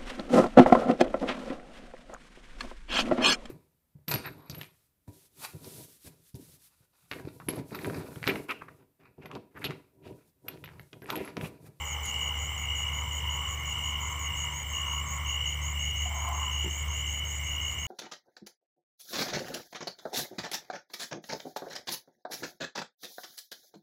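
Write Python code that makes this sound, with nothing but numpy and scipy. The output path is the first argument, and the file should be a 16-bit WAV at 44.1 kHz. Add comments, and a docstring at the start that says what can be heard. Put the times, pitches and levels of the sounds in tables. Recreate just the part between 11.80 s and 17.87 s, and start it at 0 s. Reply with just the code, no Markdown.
"""Grassland at night, one microphone worn by a person standing in dry grass: two crickets close by chirp in
pulsed tones, tree crickets trill near and far, a katydid buzzes and ticks, and distant trills blur into a
chorus. Far off a small engine hums at its firing rate with a noisy exhaust rasp; a frog croaks once in pulsed
noise. Hands part the grass beside the microphone: short cracks, grainy rustles and a soft knock on the ground."""
import sys
import numpy as np
from scipy import signal
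from scipy.fft import rfft, irfft, next_fast_len
from scipy.io import wavfile
from scipy.ndimage import uniform_filter1d, map_coordinates

SR = 44100
rng = np.random.default_rng(int(sys.argv[2]) if len(sys.argv) > 2 else 0)


def gain_from_db(level_db):
    """Turn a decibel level (scalar or array-like) into a linear amplitude factor."""
    decades = np.asarray(level_db, float) / 20
    return 10 ** decades


def persist_wave(psi):
    """Save psi, clipped to +-1, as 16-bit WAV."""
    counts = np.round(np.clip(psi, -1, 1) * 32767).astype(np.int16)
    wavfile.write(sys.argv[1], SR, np.atleast_2d(counts).T)


N = 267596
T = np.arange(N) / SR
TOP_HZ = 15500  # upper band limit

# night air, relative spectrum: f/Hz, level/dB (per Hz)
AIR = [(20, -15), (45, -20.5), (75, 2.5), (130, -7), (200, -19), (420, -24), (800, -21.5), (1600, -25.5),
       (2550, -59), (3400, -27.5), (4000, -41), (5000, -39.5), (6300, -28), (8300, -33.5), (10100, -45),
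       (16000, -37)]

# far engine, hum at the firing rate: t/s, level/dB
HUM_LEVEL = [(0.0, -41), (0.93, -37), (2.09, -40.5), (4.17, -35.5), (5.09, -34.5), (6.07, -40.5)]
FIRING_HZ = 73.25
# further orders of the hum, relative to one another: multiple of the firing rate, level/dB
ORDERS = [(4 / 3, -18), (5 / 3, -22), (3, -27)]
# the octave of the hum: t/s, level/dB
OCTAVE_LEVEL = [(0, -55.5), (.8, -56), (2, -52), (3.9, -50.5), (4.5, -55), (6.07, -53.5)]
# exhaust rasp, relative spectrum: f/Hz, level/dB (per Hz)
RASP = [(500, -18), (800, -30), (900, -8), (960, 3.5), (1030, -1), (1100, 3), (1180, -2.5), (1400, -8),
        (1800, -30)]
# exhaust rasp: t/s, level/dB
RASP_LEVEL = [(0, -46), (1, -50.5), (1.7, -47.5), (3.6, -49.5), (3.66, -52), (4.2, -54), (6.07, -53.5)]
# duller rasp, relative spectrum: f/Hz, level/dB (per Hz)
DULL_RASP = [(350, -25), (450, -5.5), (700, -12.5), (830, 3.5), (950, -10), (1200, -39)]
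# the duller rasp clears as the engine runs on: one drop, then a steady fade
DULL_DB, DULL_UNTIL_S, DULL_DROP_DB, DULL_FADE_DB_PER_S = -51.5, 0.64, 5, 2
# spells when the pipe rings at each puff: t/s, length/s, f/Hz, level/dB
PIPE_RINGS = [(1.045, 0.6, 970, -50), (1.564, 0.34, 1112, -47.5), (1.905, 0.93, 967, -52),
              (2.05, 0.5, 1090, -49), (2.89, .74, 1097, -49.5), (3.25, 0.48, 972, -60)]

# trills of the nearest tree cricket: t/s, length/s, level/dB
TRILLS = [(0, 0.04, -39), (0.274, .31, -30.5), (0.833, 0.32, -30), (1.423, 0.33, -34), (1.855, 0.34, -31.5),
          (2.435, 0.3, -32), (2.929, 0.3, -30), (3.457, 0.28, -29), (3.955, .32, -30.5),
          (4.594, .33, -30.5), (5.108, 0.36, -32.5), (5.663, 0.24, -31), (5.93, .2, -34.5)]
TRILL_RATE = 60.7  # wing strokes per s
GROVE_DB, GROVE_HIGH_DB = -43, -54.5  # farther tree crickets: middle voices, high voice
# swells of the middle voices: t/s, half width/s, level/dB
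GROVE_SWELLS = [(1.6, 0.18, 3), (3.25, 1, -1)]

# distant trill voices and overtones in phrases; 5960 Hz is the tree crickets' octave,
# 1823 Hz a lower partial of the 2161 Hz trill:
# f/Hz, pitch scatter/Hz, fall in a stroke/Hz, rate/(strokes per s), drift/strokes,
# phrase/s, first phrase t/s, sung share of the phrase, level/dB (before the phrasing)
CHORUS = [(2161, 21.4, 44, 120.7, 0.15, 0.28, 0.191, 0.98, -47),
          (2075, 12, 15, 120.7, 0.16, 1, 0.058, 0.99, -50.5),
          (2231, 25, 29, 123, 0.12, 0.72, 0.14, 1, -51.5), (2743, 18, 89, 57, 0.11, 0.48, 0.29, 0.99, -58),
          (1823, 8.1, 59, 110, 0.11, 0.32, 0.0087, 0.91, -59.5),
          (5340, 60, 820, 18.1, .15, 0.9, 0.0059, 0.93, -70),
          (5340, 32, 730, 36.3, 0.213, 0.56, 0.018, 0.89, -72),
          (5960, 70, 180, 58, 0.72, 0.36, 0.018, 0.78, -61.5),
          (7200, 42, 79, 101, .15, 0.24, 0.043, .99, -58),
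          (7307, 75, 180, 171, 1.5, .328, 0.225, 0.64, -50.5),
          (8960, 210, 130, 170, 0.68, 0.15, 0.0065, 0.84, -69),
          (9530, 130, 200, 230, 0.58, .119, 0.023, 0.35, -71)]
# phrases of a climbing bush cricket: start t/s
CLIMBS = [-.15, .19, .54, .86, 1.12, 1.44, 1.78, 2.15, 2.5, 2.86, 3.18, 3.52, 3.87, 4.2, 4.52, 4.82, 5.1,
          5.42, 5.74, 6.04, 6.4]
CLIMB_FROM_HZ, CLIMB_TO_HZ = 7560, 7960
CLIMB_SHARE, CLIMB_REST = 0.6, .06  # top reached at, and rest, as shares of the phrase
# bush cricket: t/s, level/dB
CLIMB_LEVEL = [(0, -59), (1.6, -61), (2.7, -58), (3.4, -60.5), (6.07, -60)]

# buzzes inside the katydid's wing cycle: from, to (shares of the cycle), level/dB
BUZZ = [(.02, .13, -67), (.135, .155, -62), (.18, 0.655, -60), (.7, .82, -61)]
# katydid's buzz, relative spectrum: f/Hz, level/dB (per Hz)
KATYDID = [(9000, -40), (11000, -29), (13900, -35), (14500, -3), (15000, -2), (15600, -4)]
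# katydid's pace: t/s, wing cycles done
PACE = [(-.0745, -1), (.0188, 0), (1.0455, 11), (1.522, 16), (2.926, 31), (5.025, 54), (6.134, 66)]
TICK_JITTER_S = .0012

# how a near cricket sings: f/Hz, rate/(wing strokes per s), level/dB, warm-up/strokes
HIGH = (6811, 104.5, -36.5, 0.7)
# moods of the lower cricket, same columns
STEADY = (6594, 103.5, -36, 1.07)
HURRIED = (6597, 116.5, -36.5, 2.5)
TIMID = (6445, 100, -45, 0.5)
# the higher cricket keeps one beat through chirps and rests, slowing a little as it tires
FIRST_BEAT_S, BEAT_S, LONGER_PER_BEAT_S = .0518, .009382, 1.176e-7
SHORT_STROKES, REST_BEATS = 8, 11
# chirps with one stroke more: chirp number
ONE_MORE_STROKE = [0, 1, 2, 3, 4, 5, 6, 12, 14, 16, 20, 22, 24, 28, 30]
# chirps whose rest is one beat shorter: chirp number
REST_CUT = [0, 1, 2, 4, 5, 11]
# chirps whose rest is one beat longer: chirp number
REST_DRAWN_OUT = [24]
# the lower cricket finds its rhythm: t/s, wing strokes, mood
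LOW_CHIRPS = [(0.1058, 4, STEADY), (0.2623, 4.4, STEADY), (1.077, 1.7, TIMID), (1.775, 4.8, TIMID),
              (1.98, 1, TIMID), (2.117, 3, TIMID), (2.247, 4, TIMID), (2.298, 3.5, HURRIED),
              (2.414, 8, HURRIED), (2.555, 10, HURRIED), (2.724, 8.3, HURRIED), (2.889, 10.4, HURRIED),
              (3.06, 10, HURRIED), (3.2628, 7.4, STEADY), (3.4578, 7.2, STEADY), (3.6555, 5, STEADY),
              (3.815, 6, STEADY), (3.992, 7.2, STEADY), (4.1578, 8, STEADY), (5.8097, 8.5, STEADY),
              (5.985, 7.4, STEADY)]
RUN_S, RUN_EVERY_S, RUN_CHIRPS, RUN_STROKES = 4.3427, .18446, 8, 7  # its even run

# grass parted: t/s, level/dB, rise/s, fall/s
RUSTLES = [(.2, -53, 0.065, 0.29), (1.86, -59, 0.079, 0.22)]
# rustling grass, relative spectrum: f/Hz, level/dB (per Hz)
GRASS = [(1500, -34), (4000, -4.5), (9000, -5), (13000, -12), (16000, -20)]
# dry stalks snap: t/s, level/dB, f/Hz, t60/s
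SNAPS = [(0.2568, -34.5, 9550, .016), (.2588, -40, 11000, .01), (.2605, -42, 5700, .008),
         (.342, -37, 5500, 0.0055), (2.571, -42, 8000, .004), (4.489, -31.5, 15200, 0.0058),
         (4.4893, -44, 5000, .006), (5.9135, -42, 4470, 0.0083)]
# a soft knock on the ground: t/s, level/dB (before the soil's own levels)
KNOCK = [(4.843, -37.5), (4.859, -35), (4.874, -37)]
# ringing of the knocked soil: f/Hz, relative level/dB, t60/s
SOIL = [(165, 2.5, 0.14), (357, 9, 0.044), (900, -1, 0.051)]

# frog's throat, relative spectrum: f/Hz, level/dB (per Hz)
THROAT = [(570, -33), (640, 3.5), (700, 9), (860, 8), (1050, -35)]
# frog's vocal sac, relative spectrum: f/Hz, level/dB (per Hz)
SAC = [(750, -8), (900, 1), (980, 0), (1020, 11.5), (1070, 5.5), (1200, -3.5), (1700, -16.5)]
CROAK_S, CROAK_ATTACK_S = 4.25, 0.0086
THROAT_DB, THROAT_HOLD_S, THROAT_RELEASE_S = -47.5, 0.3, .05
# the sac starts slack, fills, empties
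SAC_DB, SAC_FILL_S, SAC_HOLD_S, SAC_RELEASE_S, SAC_SLACK_DB = -39.5, 0.19, 0.2, 0.14, 14


def unit(x):
    """Scaled to rms 1."""
    return x / np.sqrt(np.mean(x ** 2) + 1e-20)


def curve(rows):
    """One value per sample from (time, value) rows."""
    s, values = np.transpose(rows)
    return np.interp(T, s, values)


def wobble(rate):
    """A smooth random curve, rate knots a second."""
    return map_coordinates(rng.standard_normal(int(N * rate / SR) + 4), [T * rate])


def shape(start_s, rise_s, hold_s, fall_s, depth_db):
    """Attack, hold and release in dB: 0 at the top, -depth_db at both ends, -120 outside."""
    corners = start_s + np.cumsum([0, rise_s, hold_s, fall_s])
    return np.interp(T, corners, [-depth_db, 0, 0, -depth_db], -120, -120)


def coloured(x, points):
    """x shaped by (Hz, dB) points on a log frequency axis, rms 1."""
    m = next_fast_len(N + 8192)
    hz, db = np.transpose(points)
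    log_hz = np.log(np.fft.rfftfreq(m, 1 / SR) + 1)
    gain = gain_from_db(np.interp(log_hz, np.log(hz), db, -120, -120))
    return unit(irfft(rfft(x, m) * gain, m)[:N])


def strokes(count, hz, scatter_hz, fall_hz, rate, duty, scatter_db, overtone_db=-60, loose=0.93):
    """One tone pulse per wing stroke (count: running stroke number); pitch falls as the wing closes."""
    k = np.floor(count).astype(int)
    u = np.clip((count - k) / duty, 0, 1)  # progress through the stroke
    luck = rng.standard_normal((k.max() - k.min() + 1, 3))
    slip = loose * np.cumsum(luck[:, 1])[k - k.min()]  # each stroke keeps the phase only loosely
    luck = luck[k - k.min()]
    bend = scatter_hz * luck[:, 0] * u + fall_hz * (u - u * u) / 2  # falls from +fall/2 to -fall/2
    cycles = np.cumsum(hz + 0 * u) / SR + bend * duty / rate
    phase = 2 * np.pi * cycles + slip
    envelope = gain_from_db(scatter_db * luck[:, 2]) * np.sin(np.pi * u) ** 0.77
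    return envelope * (np.sin(phase) + gain_from_db(overtone_db) * np.sin(2 * phase))


def field(x, t60, wet_db):
    """Scatter from grass and bushes: a short noisy tail that changes as the leaves move."""
    t = np.arange(SR // 3) / SR
    tails = rng.standard_normal((2, len(t))) * gain_from_db(-60 * t / t60) * (t > .004)
    a, b = signal.fftconvolve(x[None], tails / np.linalg.norm(tails[0]), axes=1)[:, :N]
    sway = 2 * wobble(3)
    return x + gain_from_db(wet_db) * (np.cos(sway) * a + np.sin(sway) * b)


def night_air():
    """Broadband noise of the open air, its level wavering slowly."""
    return gain_from_db(-44 + 0.71 * wobble(1.14)) * coloured(rng.standard_normal(N), AIR)


def pipe_ring(phase, hz):
    """The exhaust pipe rings afresh at each firing, as one short tone pulse."""
    pulses = strokes(phase / (2 * np.pi) + 0.84, hz, scatter_hz=10.3, fall_hz=16, rate=FIRING_HZ,
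                     duty=0.83, scatter_db=0.5, loose=0.562)
    return unit(gain_from_db(1.3 * wobble(7.92)) * pulses)


def engine():
    """Far off: firing hum with its orders, and an exhaust rasp that puffs once a firing."""
    phase = 2 * np.pi * (FIRING_HZ * T + 0.016 * wobble(4.1))
    firing = gain_from_db(curve(HUM_LEVEL) + 0.17 * wobble(10)) * np.sin(phase)
    octave = gain_from_db(curve(OCTAVE_LEVEL) + 1.66 * wobble(4.9)) * np.sin(2 * phase)
    orders = sum(gain_from_db(db + 3.8 * wobble(5.1)) * np.sin(k * phase + 6 * rng.random()) for k, db in ORDERS)
    hum = np.sqrt(2) * (firing + octave + gain_from_db(-41.0) * orders)  # root 2: levels are rms
    puffs = 0.59 + np.maximum(np.cos(phase + 1.28), 0) ** 5
    rasp = coloured(puffs * rng.standard_normal(N), RASP)
    rasp = gain_from_db(curve(RASP_LEVEL) + 1.76 * wobble(7.14)) * rasp
    dull_db = DULL_DB - (T > DULL_UNTIL_S) * (DULL_DROP_DB + DULL_FADE_DB_PER_S * (T - DULL_UNTIL_S))
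    dull = gain_from_db(dull_db) * coloured(puffs * rng.standard_normal(N), DULL_RASP)
    rings = sum(gain_from_db(db + shape(s, 0.02, length - .06, 0.028, depth_db=2)) * pipe_ring(phase, hz)
                for s, length, hz, db in PIPE_RINGS)
    return hum + rasp + rings + dull


def near_tree_cricket():
    """Separate trills of wing strokes, each rising in pitch and level, then dying away at its end."""
    near = np.zeros(N + SR)
    for s, length, db in TRILLS:
        number = np.arange(int(round(length * TRILL_RATE) / TRILL_RATE * SR)) * TRILL_RATE / SR
        trill = strokes(number, hz=2915 - 55 * np.exp(-number / 6), scatter_hz=14, fall_hz=190,
                        rate=TRILL_RATE, duty=0.76, scatter_db=1.5, overtone_db=-25, loose=.7)
        onset_db = 5 * np.exp(-number / 1.6)
        ending_db = 5.7 * np.exp((number - number[-1]) / 1.3)
        near[round(s * SR):][:len(trill)] += gain_from_db(db - onset_db - ending_db) * trill
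    return field(near[:N], t60=0.06, wet_db=-11)


def grove_voice(hz, rate):
    """One farther tree cricket stroking without a break, its pace and level wandering; rms 1."""
    song = strokes(rate * T + 0.248 * wobble(2), hz, scatter_hz=17, fall_hz=131, rate=rate,
                   duty=0.74, scatter_db=2.1, loose=1.123, overtone_db=-23.5)
    return unit(gain_from_db(1.7 * wobble(4.52)) * song)


def tree_crickets():
    """A near singer in separate trills over farther ones that overlap."""
    swell_db = sum(db * np.exp(-((T - s) / width) ** 2) for s, width, db in GROVE_SWELLS)
    middle = unit(grove_voice(2975, 56.5) + 0.93 * grove_voice(2890, 64.5))
    far = gain_from_db(GROVE_DB + swell_db) * middle + gain_from_db(GROVE_HIGH_DB) * grove_voice(3110, 57.5)
    return near_tree_cricket() + field(far, t60=0.25, wet_db=-9.0)


def bush_cricket():
    """A blurred trill whose pitch climbs to a plateau, then breaks off."""
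    done = np.interp(T, CLIMBS, np.arange(len(CLIMBS))) % 1  # share of the phrase
    hz = np.interp(done, [0, CLIMB_SHARE], [CLIMB_FROM_HZ, CLIMB_TO_HZ])
    sung = gain_from_db(curve(CLIMB_LEVEL)) * uniform_filter1d(1. * (done < 1 - CLIMB_REST), 600)
    # 118 strokes a second; rate=150 narrows the given scatter and fall by 118/150
    song = strokes(118 * T + 1.56 * wobble(4), hz, scatter_hz=170, fall_hz=250, rate=150,
                   duty=0.66, scatter_db=1.0, loose=np.pi)
    return sung * unit(song)


def chorus():
    """Distant trill voices and overtones, pulsed by stroke and gated into phrases, blurred by distance."""
    out = bush_cricket()
    for hz, scatter_hz, fall_hz, rate, drift, phrase, first, share, db in CHORUS:
        sung = 1. * ((T - first) / phrase % 1 < share)
        sung = uniform_filter1d(sung, int(0.073 * phrase * SR))
        song = strokes(rate * T + drift * wobble(3), hz, scatter_hz, fall_hz, rate=rate,
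                       duty=0.784, scatter_db=2.0, loose=np.pi)
        out = out + gain_from_db(db + 0.9 * wobble(2.97)) * sung * unit(song)
    return field(out, t60=0.28, wet_db=-7)


def katydid():
    """Each wing cycle opens with a sharp tick, then a slip, a long and a short buzz."""
    when, done = np.transpose(PACE)
    s = np.interp(np.arange(done[0], done[-1] + 1), done, when)
    s = s + TICK_JITTER_S * rng.standard_normal(len(s))
    share = np.interp(T, s, np.arange(len(s))) % 1
    gate = gain_from_db(-63.5)  # farther katydids, steady
    gate = gate + sum(gain_from_db(level) * (share > a) * (share < b) for a, b, level in BUZZ)
    teeth = gain_from_db(3.6 * wobble(900))  # single teeth of the file
    buzz = uniform_filter1d(gate, 60) * coloured(teeth * rng.standard_normal(N), KATYDID)
    s = s[(s > 0) & (s < T[-1])]
    blows = np.zeros(N)
    blows[np.round(s * SR).astype(int)] = gain_from_db(-39.5 + 1.2 * rng.standard_normal(len(s)))
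    t = T[:160]
    tones = [(15200, 1.76), (11800, 0.3), (13400, 0.27)]  # f/Hz, amplitude
    tick = gain_from_db(-60 * t / 0.004) * sum(a * np.sin(2 * np.pi * hz * t) for hz, a in tones)
    return buzz + np.convolve(blows, tick)[12:N + 12]  # ticks lead by 12 samples


def high_chirps():
    """(s, strokes, manner) of the higher cricket, counted off on its slowing beat."""
    k = np.arange(int(N / SR / BEAT_S / (SHORT_STROKES + REST_BEATS)) + 1)
    sung = SHORT_STROKES + np.isin(k, ONE_MORE_STROKE)
    cycle = sung + REST_BEATS - np.isin(k, REST_CUT) + np.isin(k, REST_DRAWN_OUT)
    beat = np.cumsum(cycle) - cycle
    starts = FIRST_BEAT_S + BEAT_S * beat + LONGER_PER_BEAT_S * beat ** 2 / 2
    return [(s, n, HIGH) for s, n in zip(starts, sung) if s < N / SR]


def crickets():
    """Two near singers chirp in a few wing strokes; the first strokes are weak and flat."""
    out = np.zeros(N + SR)
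    run = [(RUN_S + RUN_EVERY_S * k, RUN_STROKES, STEADY) for k in range(RUN_CHIRPS)]
    for s, count, (hz, rate, db, warm) in high_chirps() + LOW_CHIRPS + run:
        number = np.arange(int(round(count) / rate * SR)) * rate / SR
        cold = warm * np.exp(-np.floor(number) / warm)
        chirp = strokes(number, hz - 45 * cold, scatter_hz=15, fall_hz=110, rate=rate,
                        duty=0.9, scatter_db=0.5, loose=1.2)
        out[round(s * SR):][:len(chirp)] += gain_from_db(db - 2.7 * cold) * chirp
    return field(out[:N], t60=0.066, wet_db=-18.0)


def hands():
    """At the microphone: stalks crack in decaying tone and noise, grass rustles, the soil rings."""
    out, t = np.zeros(N + SR), T[:SR // 8]
    for s, db, hz, t60 in SNAPS:
        crack = np.sin(2 * np.pi * hz * t) + 0.61 * rng.standard_normal(len(t))
        out[round(s * SR):][:len(t)] += gain_from_db(db - 60 * t / t60) * crack
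    for s, db in KNOCK:
        ring = sum(gain_from_db(level - 60 * t / t60) * np.sin(2 * np.pi * hz * t) for hz, level, t60 in SOIL)
        out[round(s * SR):][:len(t)] += gain_from_db(db) * ring * (1 - np.exp(-t / 0.0027))  # soft onset
    grains = unit(gain_from_db(3.2 * wobble(300))) * rng.standard_normal(N)
    parting = sum(gain_from_db(db + shape(s, rise, 0, fall, depth_db=24)) for s, db, rise, fall in RUSTLES)
    return out[:N] + parting * coloured(grains, GRASS)


def croak_pulses(rate, rest):
    """Noise pulsing rate times a second; rest is what remains between pulses."""
    beat = np.sin(np.pi * (rate * T + 0.5 * wobble(15))) ** 2
    return (rest + beat) * rng.standard_normal(N)


def frog():
    """A rough croak: noisy pulses in a low throat and a higher vocal sac."""
    throat_db = THROAT_DB + shape(CROAK_S, CROAK_ATTACK_S, THROAT_HOLD_S, THROAT_RELEASE_S, depth_db=22)
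    sac_db = SAC_DB + shape(CROAK_S, SAC_FILL_S, SAC_HOLD_S, SAC_RELEASE_S, depth_db=SAC_SLACK_DB)
    throat = gain_from_db(throat_db) * coloured(croak_pulses(33, 0.47), THROAT)
    return throat + gain_from_db(sac_db) * coloured(croak_pulses(34, 0.78), SAC)


def scene():
    """All sources over the night air, in one channel."""
    insects = tree_crickets() + chorus() + katydid() + crickets()
    return (night_air() + engine() + insects + hands() + frog())[None]


def roll_off(x):
    """The treble ends steeply here."""
    return signal.sosfilt(signal.butter(12, 16840, fs=SR, output="sos"), x)


def record(dry):
    """The microphone's mix, with nothing kept above the band limit."""
    below_limit = np.fft.rfftfreq(N, 1 / SR) < TOP_HZ
    kept = irfft(rfft(dry) * below_limit, N)
    return roll_off(kept)


dry = scene()
out = record(dry)
persist_wave(out)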